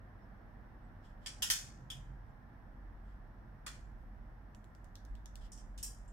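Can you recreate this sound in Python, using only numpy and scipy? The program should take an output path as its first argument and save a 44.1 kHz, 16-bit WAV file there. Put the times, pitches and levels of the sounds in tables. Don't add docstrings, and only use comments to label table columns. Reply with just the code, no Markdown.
import sys
import numpy as np
from scipy import signal
from scipy.fft import rfft, irfft, next_fast_len
from scipy.io import wavfile
from scipy.ndimage import uniform_filter1d, map_coordinates

SR = 44100
rng = np.random.default_rng(int(sys.argv[2]) if len(sys.argv) > 2 else 0)


def pcm_store(signal):
    levels = np.round(np.clip(np.atleast_2d(signal), -1, 1) * 32767)
    wavfile.write(sys.argv[1], SR, levels.astype(np.int16).T)


N = 270200
TIME = np.arange(N) / SR
AGE = np.arange(int(.6 * SR)) / SR

# (time [s], level [dB], frame [dB], wires [dB],
# sizzle [dB], first wire [Hz], its clink [dB], second wire [Hz], its clink [dB])
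STRIKES = [(1.2608, -43, 0.5, -6.5, -9.5, 3245, -3.5, 5000, -6.5),
           (1.4216, -31.5, -5, -3, -2.5, 3170, -5.5, 5230, -8),
           (1.5007, -26.5, -5, -8.5, -1.5, 3110, -8, 1920, -16.5),
           (1.9014, -49, -5, 2.5, -3, 3320, 4.5, 5320, -5.5),
           (3.6637, -46, 5, -4, -6.5, 3520, -8, 7180, -4.5),
           (5.5187, -51, -31, -17, -14, 5900, -13, 8200, -13),
           (5.575, -61, -10, -6, -11, 5900, 0, 8200, -15.5),
           (5.777, -52, -11, -4.5, -8, 5730, -14, 8200, -11.5),
           (5.828, -39, -15.5, -17, -1.5, 5800, -14, 7760, -7),
           (6.078, -73, -19, -7, -7, 7400, 5, 8400, -2.5)]
# (pitch [Hz], level [dB])
WIRE_NOTES = [(1030, -12), (1560, -5), (1775, -5.5), (1902, -12), (2150, -7), (2505, -5), (2950, -5.5),
              (3101, 1), (3243, -5), (3378, -9), (3495, 1), (4830, -0.5), (5056, -11), (5320, -6.5),
              (5484, -6.5), (5730, -0.5), (6415, -8), (6630, -5), (6997, 1), (7230, 1), (7560, -6.5),
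              (8200, -3.5), (8437, -7), (10900, -6)]
# (frequency [Hz], t60 [s])
ROOM_FADE = [(500, 0.17), (2000, 0.58), (3500, 0.42), (7000, 0.46), (10000, 0.34), (15000, 0.27)]


def claw_strikes(crack_db=3, jangle_db=1, wire_db=-17, wall_db=-4, tail_db=-6,
                 crack_t60=0.014, attack_s=.0004, wall_delay_s=.01):
    # (frequency [Hz], level [dB])
    cage_tone = [(300, -29), (600, -9), (1000, -8.5), (1450, 0), (2100, -5), (2400, 0), (3150, 3.5),
                 (3550, 3.5), (3850, -0.5), (4600, -1.5), (5300, -0.5), (8300, -1.5), (10200, -1.5),
                 (15500, -8)]
    out = np.zeros((2, N))
    wire_hz, level_db = np.transpose(WIRE_NOTES)
    wire_t60 = .8 * along(ROOM_FADE, wire_hz)
    ringing = np.exp(2j * np.pi * wire_hz[:, None] * AGE) * amp(-60 * AGE / wire_t60[:, None])
    for start, db, frame_db, ring_db, sizzle_db, *_ in STRIKES:
        peaks = ripple(depth_db=3.3, step_hz=120)
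        jangle = lambda: noise(lambda hz: amp(along(cage_tone, hz)) * peaks(hz), len(AGE))
        hit = jangle() * amp(crack_db - 60 * AGE / crack_t60)
        hit += amp(jangle_db) * room_fade(jangle(), life=0.55)
        hit += jangle() * echo(wall_db, wall_delay_s, t60=0.05)
        hit += amp(tail_db) * room_fade(jangle(), life=1) * fade_in(0.0066)
        hit *= amp(1.5 * wobble(AGE * 300, points=200))
        strength = amp(wire_db + level_db + 2 * rng.standard_normal((2, len(wire_hz))))
        phase = rng.uniform(0, 2 * np.pi, (2, len(wire_hz)))
        hit += ((strength * np.exp(1j * phase)) @ ringing).imag
        hit *= fade_in(attack_s)
        contact = [(2250, frame_db), (2750, ring_db), (3650, ring_db), (4300, .7 * frame_db),
                   (5200, 0.0025), (8800, 0.011), (11500, sizzle_db)]
        add(out, start, amp(db) * filtered(hit, lambda hz: amp(along(contact, hz))))
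    return out


def wire_clinks(width_hz=130, t60=0.19, attack_s=0.00048, blur_db=-2, reach_octaves=0.076, knock_db=-10):
    out = np.zeros((2, N))
    wire_hz, level_db = np.transpose(WIRE_NOTES)
    tones = np.exp(2j * np.pi * wire_hz[:, None] * AGE)
    frame = amp(knock_db + level_db) * (wire_hz < 2000)

    def pluck(pitch_hz):
        near = np.exp(-.5 * (np.log2(wire_hz / pitch_hz) / reach_octaves) ** 2)
        return near / (np.linalg.norm(near) + 1e-9)

    for start, db, frame_db, _, _, first_hz, first_db, second_hz, second_db in STRIKES:
        strength = amp(first_db) * pluck(first_hz) + amp(second_db) * pluck(second_hz)
        strength += amp(frame_db) * frame
        phase = rng.uniform(0, np.pi, (2, len(wire_hz)))
        clink = ((strength * np.exp(1j * phase)) @ tones).imag
        blur = lambda hz: strength @ np.abs(resonance(hz, wire_hz[:, None], width_hz)) ** 2
        clink += amp(blur_db) * np.linalg.norm(strength) * noise(blur, len(AGE))
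        add(out, start, clink * amp(db - 60 * AGE / t60) * fade_in(attack_s))
    return out


def dry_ticks(tick_t60=0.0063, attack_s=.0003, tail_db=-25, gain_db=7,
              ring_hz=3550, ring_db=-25, ring_t60=0.25):
    # (time [s], level [dB], pitch [Hz], brightness [dB])
    ticks = [(4.548, -57, 7630, -0.5), (4.643, -62.5, 7800, -7), (4.750, -61, 6670, -12),
             (4.8443, -60, 6700, -26), (4.955, -48, 4600, -13), (5.051, -58.5, 4830, -39),
             (5.153, -59.5, 3470, -11), (5.258, -48, 5450, -9), (5.356, -47.5, 5600, -13)]
    bright_tone = [(1500, -24.5), (3000, 6.5), (8000, -9.5), (15000, -24.5)]
    out = np.zeros((2, N))
    for start, db, pitch_hz, bright_db in ticks:
        peaks = ripple(depth_db=2.5, step_hz=800)
        bass_cut = lambda hz: 1 / (1 + (2600 / (hz + 1)) ** 8)
        body = lambda hz: np.abs(resonance(hz, pitch_hz, 2800)) * peaks(hz) * bass_cut(hz)
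        edge = lambda hz: body(hz) + amp(bright_db + along(bright_tone, hz))
        snap = amp(-60 * AGE / tick_t60) + echo(db=-19, delay_s=.007, t60=0.017)
        tick = panned(noise(edge, len(AGE)) * snap * fade_in(attack_s), right_db=2.5)
        tick += amp(tail_db) * room_fade(noise(body, len(AGE)), life=0.63)
        ring = noise(lambda hz: resonance(hz, ring_hz, width_hz=450) ** 2, len(AGE))
        tick += (ring_hz / pitch_hz) ** 2 * ring * amp(ring_db - 60 * AGE / ring_t60)
        add(out, start, amp(db + gain_db) * tick)
    return out


def paw_scuffs():
    # (time [s], level [dB], width [s])
    scuffs = [(1.054, -75.5, 0.013), (1.09, -79, 0.034), (1.245, -73.5, 0.018), (3.1, -84, 0.044),
              (5.419, -71.5, 0.0053), (5.451, -67.5, 0.022)]
    wires = lambda hz: (resonance(hz, 3170, 420) - 0.56 * resonance(hz, 5250, 530)
                        + 0.26 * resonance(hz, 7400, 1600))
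    return swells(scuffs) * noise(wires, N)


def thin_squeaks(width_hz=260):
    # (time of peak [s], level [dB], pitch [Hz], width [s])
    squeaks = [(0.232, -82, 5310, 0.012), (0.853, -91, 7900, .015), (2.302, -92, 7300, .012),
               (3.065, -92, 8170, 0.025), (3.103, -96.5, 7770, .015), (5.096, -87.5, 7700, .012)]
    out = np.zeros((2, N))
    for peak_s, db, pitch_hz, width_s in squeaks:
        tone = noise(lambda hz: resonance(hz, pitch_hz, width_hz) ** 2, len(AGE))
        swell = np.exp(-.5 * (AGE / width_s - 2) ** 2)
        add(out, peak_s - 2 * width_s, amp(db) * tone * swell)
    return out


def room_noise(start_db=-56.5, db_per_s=-0.374):
    # (frequency [Hz], level [dB])
    air_tone = [(25, -8), (45, 0.5), (65, 0.5), (105, 3.5), (150, -8), (200, -1.5), (300, -10), (420, -17),
                (780, -12), (1150, -16.5), (1750, -17), (2400, -32.5), (4500, -43.5), (9000, -68.5)]
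    peaks = ripple(depth_db=1.3, step_hz=22)
    return amp(start_db + db_per_s * TIME) * noise(lambda hz: amp(along(air_tone, hz)) * peaks(hz), N)


def low_rumble(start_db=-57, db_per_s=0.27, waver_db=2):
    # (frequency [Hz], level [dB])
    rumble_tone = [(12, -30.5), (24, -17.5), (34, -3.5), (48, 3.5), (58, -10), (75, -33.5), (200, -77.5)]
    # (time [s], level [dB], width [s])
    rumble_swells = [(2.13, -55, 0.11), (2.95, -60, 0.17), (4.05, -56, 0.26), (5.12, -45, 0.043),
                     (5.43, -50.5, 0.056), (5.85, -57.5, 0.22)]
    deep = noise(lambda hz: amp(along(rumble_tone, hz)), N)
    power = uniform_filter1d(np.mean(deep ** 2, axis=0), size=SR // 12)
    deep /= np.sqrt(np.abs(power) + 1e-6)
    resting = amp(start_db + db_per_s * TIME + waver_db * wobble(TIME * 7, points=400))
    return (resting + swells(rumble_swells)) * deep


def distant_drone(resting_db=-74.5):
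    # (time [s], level [dB], width [s])
    drone_swells = [(1.85, -57.5, 0.26), (3.55, -66, 0.15)]
    hum = noise(lambda hz: resonance(hz, centre_hz=128, width_hz=31) ** 2, N)
    return (amp(resting_db) + swells(drone_swells)) * hum


def hiss_and_whine(hiss_db=-87, whine_db=-105):
    # (frequency [Hz], level [dB])
    hiss_tone = [(1500, -7.5), (4000, -5.5), (5500, 7), (6200, -1), (6900, -7), (8200, -3.5), (10000, -5),
                 (12000, 1), (16000, -2.5)]
    hiss = amp(hiss_db) * noise(lambda hz: amp(along(hiss_tone, hz)), N)
    whine = amp(whine_db) * noise(lambda hz: resonance(hz, centre_hz=8812, width_hz=70), N)
    return hiss + whine


def amp(db):
    return 10 ** (np.asarray(db) / 20)


def along(points, hz):
    point_hz, values = np.transpose(points)
    return np.interp(np.log(hz + 1), np.log(point_hz + 1), values)


def filtered(x, response):
    size = x.shape[-1]
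    padded = next_fast_len(size + 8192)
    hz = np.fft.rfftfreq(padded, 1 / SR)
    return irfft(rfft(x, padded) * response(hz), padded)[..., :size]


def resonance(hz, centre_hz, width_hz):
    return 1j * hz * width_hz / (centre_hz ** 2 - hz ** 2 + 1j * hz * width_hz)


def noise(response, size):
    # (frequency [Hz], likeness [0 to 1])
    likeness = [(60, 0.93), (160, 1), (320, .6), (600, 0.56), (1500, 0), (3000, 0.11), (5000, 0)]
    angle = lambda hz: np.arccos(np.clip(along(likeness, hz), -1, 1)) / 2
    shares = lambda hz: np.array([np.cos(angle(hz)), np.sin(angle(hz))])
    mid, side = filtered(rng.standard_normal((2, size)), lambda hz: response(hz) * shares(hz))
    pair = np.array([mid + side, mid - side])
    return pair / np.sqrt(np.mean(pair ** 2) + 1e-20)


def add(out, start_s, sound):
    start = max(round(start_s * SR), 0)
    part = out[:, start:start + sound.shape[1]]
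    part += sound[:, :part.shape[1]]


def panned(x, right_db):
    return x * amp([[-right_db / 2], [right_db / 2]])


def fade_in(rise_s):
    return 1 - np.exp(-AGE / rise_s)


def echo(db, delay_s, t60):
    return amp(db - 60 * np.abs(AGE - delay_s) / t60) * (AGE > delay_s)


def room_fade(x, life):
    hz, seconds, spectrum = signal.stft(x, SR, nperseg=256)
    t60 = life * along(ROOM_FADE, hz)[:, None]
    return signal.istft(spectrum * amp(-60 * seconds / t60), SR, nperseg=256)[1][:, :len(AGE)]


def ripple(depth_db, step_hz):
    heights = rng.standard_normal(400)
    return lambda hz: amp(depth_db * (map_coordinates(heights, [hz / step_hz], mode="mirror") - 3.0))


def swells(rows):
    return sum(amp(db) * np.exp(-.5 * ((TIME - peak_s) / width_s) ** 2) for peak_s, db, width_s in rows)


def wobble(position, points):
    return map_coordinates(rng.standard_normal(points), [position], mode="mirror")


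def scene():
    rat = claw_strikes() + wire_clinks() + dry_ticks() + paw_scuffs() + thin_squeaks()
    room = panned(room_noise() + low_rumble() + distant_drone(), right_db=1.8)
    return rat + room + hiss_and_whine()


def record(dry, top_hz=15850):
    return filtered(dry, lambda hz: 1 / (1 + (hz / top_hz) ** 200))


dry = scene()
out = record(dry)
pcm_store(out)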